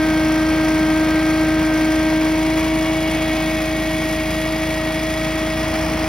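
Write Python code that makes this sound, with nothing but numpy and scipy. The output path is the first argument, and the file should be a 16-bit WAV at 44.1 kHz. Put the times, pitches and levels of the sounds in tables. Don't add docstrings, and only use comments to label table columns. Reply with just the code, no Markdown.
import sys
import numpy as np
from scipy import signal
from scipy.fft import rfft, irfft, next_fast_len
from scipy.io import wavfile

SR = 44100
rng = np.random.default_rng(int(sys.argv[2]) if len(sys.argv) > 2 else 0)


def generate_wav(signal):
    frames = np.transpose(np.atleast_2d(signal))
    scaled = np.clip(frames, -1, 1) * 32767
    pcm = np.round(scaled).astype(np.int16)
    wavfile.write(sys.argv[1], SR, pcm)


N = 268128
TIME = np.arange(N) / SR
HZ = np.fft.rfftfreq(N, 1 / SR)

# place in the cycle (0-1),
# relative strength on the street in dB, the same in the driveway in dB, decay in cycles.
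FIRING_TABLE = [(0.28, 0.5, 1.2, 0.4), (0.665, 1.2, 1.5, 0.58)]
# frequency in Hz, level in dB per Hz.
HISS_COLOUR = [(20, -64), (1300, -80.5), (2300, -64), (3000, -79), (3350, -73.5), (3800, -79),
               (5000, -72.5), (6000, -76.5), (6700, -74.5), (7800, -79), (9400, -79.5), (11200, -80),
               (15500, -89.5)]
BACKWASH_AT, BACKWASH_S = 5.55, .028


def amp(db):
    return 10 ** (np.asarray(db) / 20)


def unit(x):
    return x / np.sqrt(np.mean(x ** 2) + 1e-20)


def spectrum(points):
    hz, value = np.transpose(points)
    return np.interp(np.log(HZ + 1), np.log(hz + 1), value)


def drift(rate_hz):
    count = next_fast_len(int(16 * rate_hz * N / SR))
    hz = np.arange(count // 2 + 1) * SR / N
    slow = irfft(rfft(rng.standard_normal(count)) / (1 + (hz / rate_hz) ** 4), count)
    return unit(np.interp(np.arange(N) * count / N, np.arange(count), slow))


def change(at, seconds):
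    return .5 + .5 * np.tanh((TIME - at) / seconds)


def bump(at, length):
    return np.exp(-((TIME - at) / length) ** 2)


def turn(street, driveway):
    turn_at, turn_s = 2.97, .71
    return street + (driveway - street) * change(turn_at, turn_s)


def noise(points, envelope):
    # frequency in Hz, likeness of the two ports (0-1).
    port_likeness = [(150, 1), (350, .995), (1000, .88), (2000, .9), (3000, .8), (6300, .86), (7300, .97),
                     (8500, .88), (15000, .84)]
    common, apart = rfft(rng.standard_normal((2, N)) * envelope)
    like = np.clip(spectrum(port_likeness), 0, 1)
    mid = common * np.sqrt((1 + like) / 2)
    side = apart * np.sqrt((1 - like) / 2)
    ports = np.array([mid + side, mid - side])
    return irfft(ports * amp(spectrum(points)), N) * np.sqrt(SR / 2)


def tone(turns, flutter):
    stray_turns, stray_hz = .07, .7
    turns = turns + stray_turns * drift(stray_hz)
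    slower_shake = drift(21) + 1j * drift(20)
    faster_shake = drift(70) + 1j * drift(59)
    shake = .7 * slower_shake + .7 * faster_shake
    return unit(((1 + flutter * shake) * np.exp(2j * np.pi * turns)).real)


def shade(hz):
    swing_at, swing_s, shade_db = 5.72, .068, -6
    return amp(shade_db * change(swing_at, swing_s) / (1 + (1500 / hz) ** 6))


def flare_db(flares, multiple):
    return sum(db * bump(at, length) for k, at, length, db in flares if round(k) == round(multiple))


def band(x, hz, octaves):
    return irfft(rfft(x) * np.exp(-(np.log2((HZ + 1) / hz) / octaves) ** 2), N)


def rpm():
    street_rpm, step_rpm, overshoot_rpm = 3301.17, 16.6, 14.93
    ease_at, ease_s = 2.351, .126
    overshoot_at, hunt_period_s, hunt_decay_s = 2.793, 2.444, 1.362
    since = TIME - overshoot_at
    swing = np.cos(2 * np.pi * since / hunt_period_s)
    hunting = np.exp(-np.maximum(since, 0) / hunt_decay_s) * swing
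    return street_rpm + change(ease_at, ease_s) * (step_rpm + overshoot_rpm * hunting)


def crank():
    start_cycles, wander_cycles, wander_hz = -.064, .0045, 1.8
    steady = np.cumsum(rpm()) / (2 * 60 * SR)
    return start_cycles + steady + wander_cycles * drift(wander_hz)


def bursts(cycles):
    rise_cycles, uneven_db = .04, 1.46
    power = np.zeros(N)
    for place, street_db, drive_db, decay in FIRING_TABLE:
        since = (cycles - place) % 1
        strength = amp(turn(street_db, drive_db) + uneven_db * drift(22))
        shape = (1 - np.exp(-since / rise_cycles)) * np.exp(-since / decay)
        power += (strength * shape) ** 2
    return unit(np.sqrt(power))


def roar_db():
    street_db, driveway_db, backwash_db = 2, -.5, 2.5
    lull = -.5 * bump(3.7, .29)
    return turn(street_db, driveway_db) + lull + backwash_db * change(BACKWASH_AT, BACKWASH_S)


def air(burst):
    # frequency in Hz, level in dB per Hz before the roar's changes.
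    air_colour = [(20, -91), (44, -81), (75, -53.5), (98, -62.5), (125, -58.2), (205, -56.5), (280, -59.5),
                  (400, -64), (540, -62), (770, -59), (830, -62), (1100, -63.5), (1700, -66.5), (2000, -64),
                  (2400, -65.5), (3800, -72.5), (5500, -78.5), (9000, -102.5), (15500, -80)]
    gust_db, rough_db, pulse, split_hz = .5, .73, .14, 1900
    gusts = amp(gust_db * drift(13) + rough_db * drift(190))
    rush = noise(air_colour, gusts * unit(1 + pulse * burst))
    roar = irfft(rfft(rush) / (1 + (HZ / split_hz) ** 6), N)
    top = rush - roar
    return roar * amp(roar_db()) + top


def blade_strength():
    street_db, driveway_db, waver_db, waver_hz = -17.5, -25.5, -51, 4.5
    return turn(amp(street_db), amp(driveway_db)) + amp(waver_db) * drift(waver_hz)


def fan(cycles):
    # multiple of the blade tone, level on the street in dB,
    # level in the driveway in dB, time of the change in seconds.
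    overtone_table = [(2, -28, -27.5, 2.3), (3, -37.5, -45, 3.2), (4, -37, -47.5, 2.1),
                      (5, -32.5, -49, 2.41), (6, -38.5, -35, 3.2), (7, -36.5, -40, 4), (8, -51, -47, 2.9),
                      (9, -71, -48, 2), (10, -49, -57, 2.4), (12, -67, -51, 2.8), (13, -54, -55, 2.8),
                      (14, -48.5, -59, 2.5)]
    # multiple of the blade tone,
    # time in seconds, half-length in seconds, rise or fall in dB.
    overtone_flares = [(3, 1.2, .13, -11), (3, .55, .1, -3), (3, 1.85, .15, -3), (3, 2.5, 0.3, 2.5),
                       (3, 3.9, .24, -14), (3, 4.85, .4, 3), (3, 5.6, .12, -9), (3, 5.95, .15, 4),
                       (4, 3.95, .3, -9), (4, 5.4, .3, 7), (5, 3.45, .22, 7.5), (5, 4.7, .3, -5),
                       (6, 1.1, .2, -3), (7, 5.6, .5, -4), (8, 3.45, .35, 7.5), (9, 2.9, .5, 5.5),
                       (9, 3.65, .25, -8), (10, 2.9, .4, 2)]
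    blades_per_crank_turn = 5.7203
    jerk_passes, blade_flutter = .002, .058
    overtone_flutter, waver_db = .012, .09
    jerk = jerk_passes * np.sin(2 * np.pi * cycles)
    passes = 2 * blades_per_crank_turn * cycles + jerk
    pass_hz = passes[-1] / TIME[-1]
    out = blade_strength() * tone(passes + rng.random(), blade_flutter)
    for k, street_db, drive_db, at in overtone_table:
        level_db = street_db + (drive_db - street_db) * change(at, .29)
        level_db = level_db + flare_db(overtone_flares, k) + waver_db * k * drift(4.8)
        line = tone(round(k) * passes + rng.random(), overtone_flutter * k)
        out += amp(level_db) * shade(k * pass_hz) * line
    return out


def exhaust(cycles):
    # level in dB of the 1st, 2nd, 3rd .. multiple of the four-stroke cycle rate.
    order_levels = [-50, -30.7, -39.8, -42, -37.8, -35.3, -46, -40.3, -46, -44.5, -41.5, -45, -60, -51]
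    # frequency in Hz, level in dB per Hz before the thump level below.
    thump_colour = [(20, -108), (38, -97), (56, -73), (110, -74), (200, -61.5), (300, -60), (450, -68.5),
                    (2000, -100)]
    delay, smear, jitter = .04, .05, .005
    puff_lag, puff_width = .22, .16
    uneven, thump_db = .065, -4
    wave = cycles - delay + jitter * drift(14)
    note = np.zeros(N)
    for k, db in enumerate(order_levels, 1):
        order = np.cos(2 * np.pi * k * (wave + smear * k))
        note += amp(db) * np.sqrt(2) * order * (1 + uneven * drift(6.8))
    puff = np.zeros(N)
    for place, *_ in FIRING_TABLE:
        from_peak = (cycles - place - puff_lag + .5) % 1 - .5
        puff += np.exp(-.5 * (from_peak / puff_width) ** 2)
    thump = noise(thump_colour, unit(puff))
    return note + amp(thump_db + .5 * roar_db()) * thump


def firing_hiss(burst):
    return noise(HISS_COLOUR, burst)


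def sizzle(burst):
    center_hz, half_width_octaves = 4990, .064
    level_db, street_db, flutter_db = -50, -3, 4
    ringing = band(rng.standard_normal(N), center_hz, half_width_octaves)
    rasp = unit(ringing * burst * amp(flutter_db * drift(60)))
    return amp(level_db + turn(street_db, 0)) * rasp


def clatter(cycles):
    level_db, knock_count, ring_s = -6, 14, .0048
    knocks = np.zeros(N)
    for place, size in zip(rng.random(knock_count), rng.standard_normal(knock_count)):
        knocks[1:] += size * np.diff(np.floor(cycles - place))
    ring = rng.standard_normal(N) * np.exp(-TIME / ring_s)
    colour = amp(spectrum(HISS_COLOUR) + level_db) / (1 + (HZ / 5000) ** 4)
    body = rfft(ring / np.linalg.norm(ring)) * colour
    return irfft(rfft(unit(knocks)) * body, N) * np.sqrt(SR / 2)


def whine(cycles):
    # multiple of the cycle rate, level on the street in dB, level in the driveway in dB,
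    # roughness (0 is a steady line), time of the change in seconds.
    whine_table = [(28.65, -57, -50, .15, 2), (38, -52.5, -51, .15, 2), (40.3, -58, -53, .1, 2.1),
                   (42, -55, -51, .4, 2.6), (70, -42.7, -50, .05, 2.3), (80.5, -53, -39.5, .03, 2.3),
                   (94, -62, -58, .3, 2), (118.4, -55, -57, .4, 2.3), (119.8, -54, -60, .15, 1.8),
                   (120.8, -48.5, -42.8, .14, 2), (121.8, -59, -55.5, .3, 2.2),
                   (122.8, -55, -44.8, .3, 2.9), (125.8, -54, -55, .2, 2), (145, -64, -57, .8, 2.6),
                   (161, -58, -61, 3, 2.5), (177.5, -55, -58, 1, 2.8), (181.1, -62, -52.5, .6, 3.1),
                   (203, -58, -68, 1.1, 3), (232, -65, -58, 1, 3), (243, -61, -59, 1, 2)]
    # multiple of the cycle rate,
    # time in seconds, half-length in seconds, rise or fall in dB.
    whine_flares = [(40.3, 2.7, .45, 11), (40.3, 3.75, .3, -6), (80.5, 3.1, .3, 4), (120.8, 3.5, .2, -7),
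                    (121.8, 2.9, .55, 9), (161, 5.85, .35, 11.5), (203, 2.65, .35, 5)]
    waver_db, shaded_share = .9, .8
    throb_db, throb_place = .8, .9
    cycle_hz = cycles[-1] / TIME[-1]
    out = np.zeros(N)
    for k, street_db, drive_db, rough, at in whine_table:
        level_db = street_db + (drive_db - street_db) * change(at, .3)
        level_db = level_db + flare_db(whine_flares, k) + waver_db * drift(3.2)
        line = tone(k * cycles + rng.random(), rough)
        out += amp(level_db) * shade(k * cycle_hz) ** shaded_share * line
    return out * amp(throb_db * np.cos(2 * np.pi * (cycles - throb_place)))


def swell_bands(x):
    # time in seconds, half-length in seconds, frequency in Hz, half-width in octaves,
    # gain change in dB.
    swell_table = [(3.0, 0.59, 3100, .14, 1), (3.4, 0.28, 3500, 0.37, 2), (4, 1.0, 11400, 0.1, 4),
                   (5.7, 1, 850, 0.79, 1), (3.4, 0.46, 760, 0.15, 3), (3.2, .9, 1450, .1, -1.5),
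                   (3.5, .9, 5150, .1, -1), (0.39, 0.64, 5660, 0.044, 5.5), (1.8, .7, 5700, .07, 3.5),
                   (3.5, 1, 6100, 0.045, 2), (5.85, 0.3, 5800, .04, 4), (5.8, .6, 5500, .03, 5),
                   (5.95, .3, 3760, .08, -4)]
    out = x.copy()
    for at, length, hz, octaves, db in swell_table:
        extra_gain = amp(db * bump(at, length)) - 1
        out += extra_gain * band(x, hz, octaves)
    return out


def buffet():
    # frequency in Hz, level in dB per Hz before the buffet level below.
    buffet_colour = [(20, -90), (42, -70), (62, -55), (82, -42), (110, -62), (200, -62), (500, -91),
                     (2000, -110)]
    buffet_db = -2.5
    return noise(buffet_colour, amp(buffet_db) * change(BACKWASH_AT, BACKWASH_S))


def scene():
    cycles = crank()
    burst = bursts(cycles)
    engine = exhaust(cycles) + firing_hiss(burst) + sizzle(burst) + clatter(cycles) + whine(cycles)
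    machine = engine + fan(cycles) + air(burst)
    return swell_bands(machine) + buffet()


def record(dry):
    # frequency in Hz, left level over right in dB.
    port_balance = [(200, 0), (320, .9), (640, 1.5), (900, .3), (2400, 0)]
    # frequency in Hz, phase by which the left leads in radians.
    port_phase = [(20, 0), (200, 0.02), (320, 0.14), (640, 0.46), (950, 0.96), (1150, 0.64), (1900, 0),
                  (2500, 0.67), (3500, 0.6), (4400, 0.86), (5100, 0.53), (6100, 1.5), (7300, np.pi),
                  (8500, 4.08), (10300, 2 * np.pi), (12000, 7.66), (13600, 3 * np.pi), (15800, 10.6)]
    low_cut_hz, treble_limit_hz = 39, 15900
    halves = np.array([[.5], [-.5]])
    ports = amp(spectrum(port_balance) * halves) * np.exp(1j * spectrum(port_phase) * halves)
    low_cut = 1 - 1 / (1 + (HZ / low_cut_hz) ** 4)
    heard = irfft(rfft(dry) * ports * low_cut, N)
    treble_limit = signal.firwin(511, treble_limit_hz, window=("kaiser", 9), fs=SR)
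    return signal.oaconvolve(heard, treble_limit[None], "same")


dry = scene()
out = record(dry)
generate_wav(out)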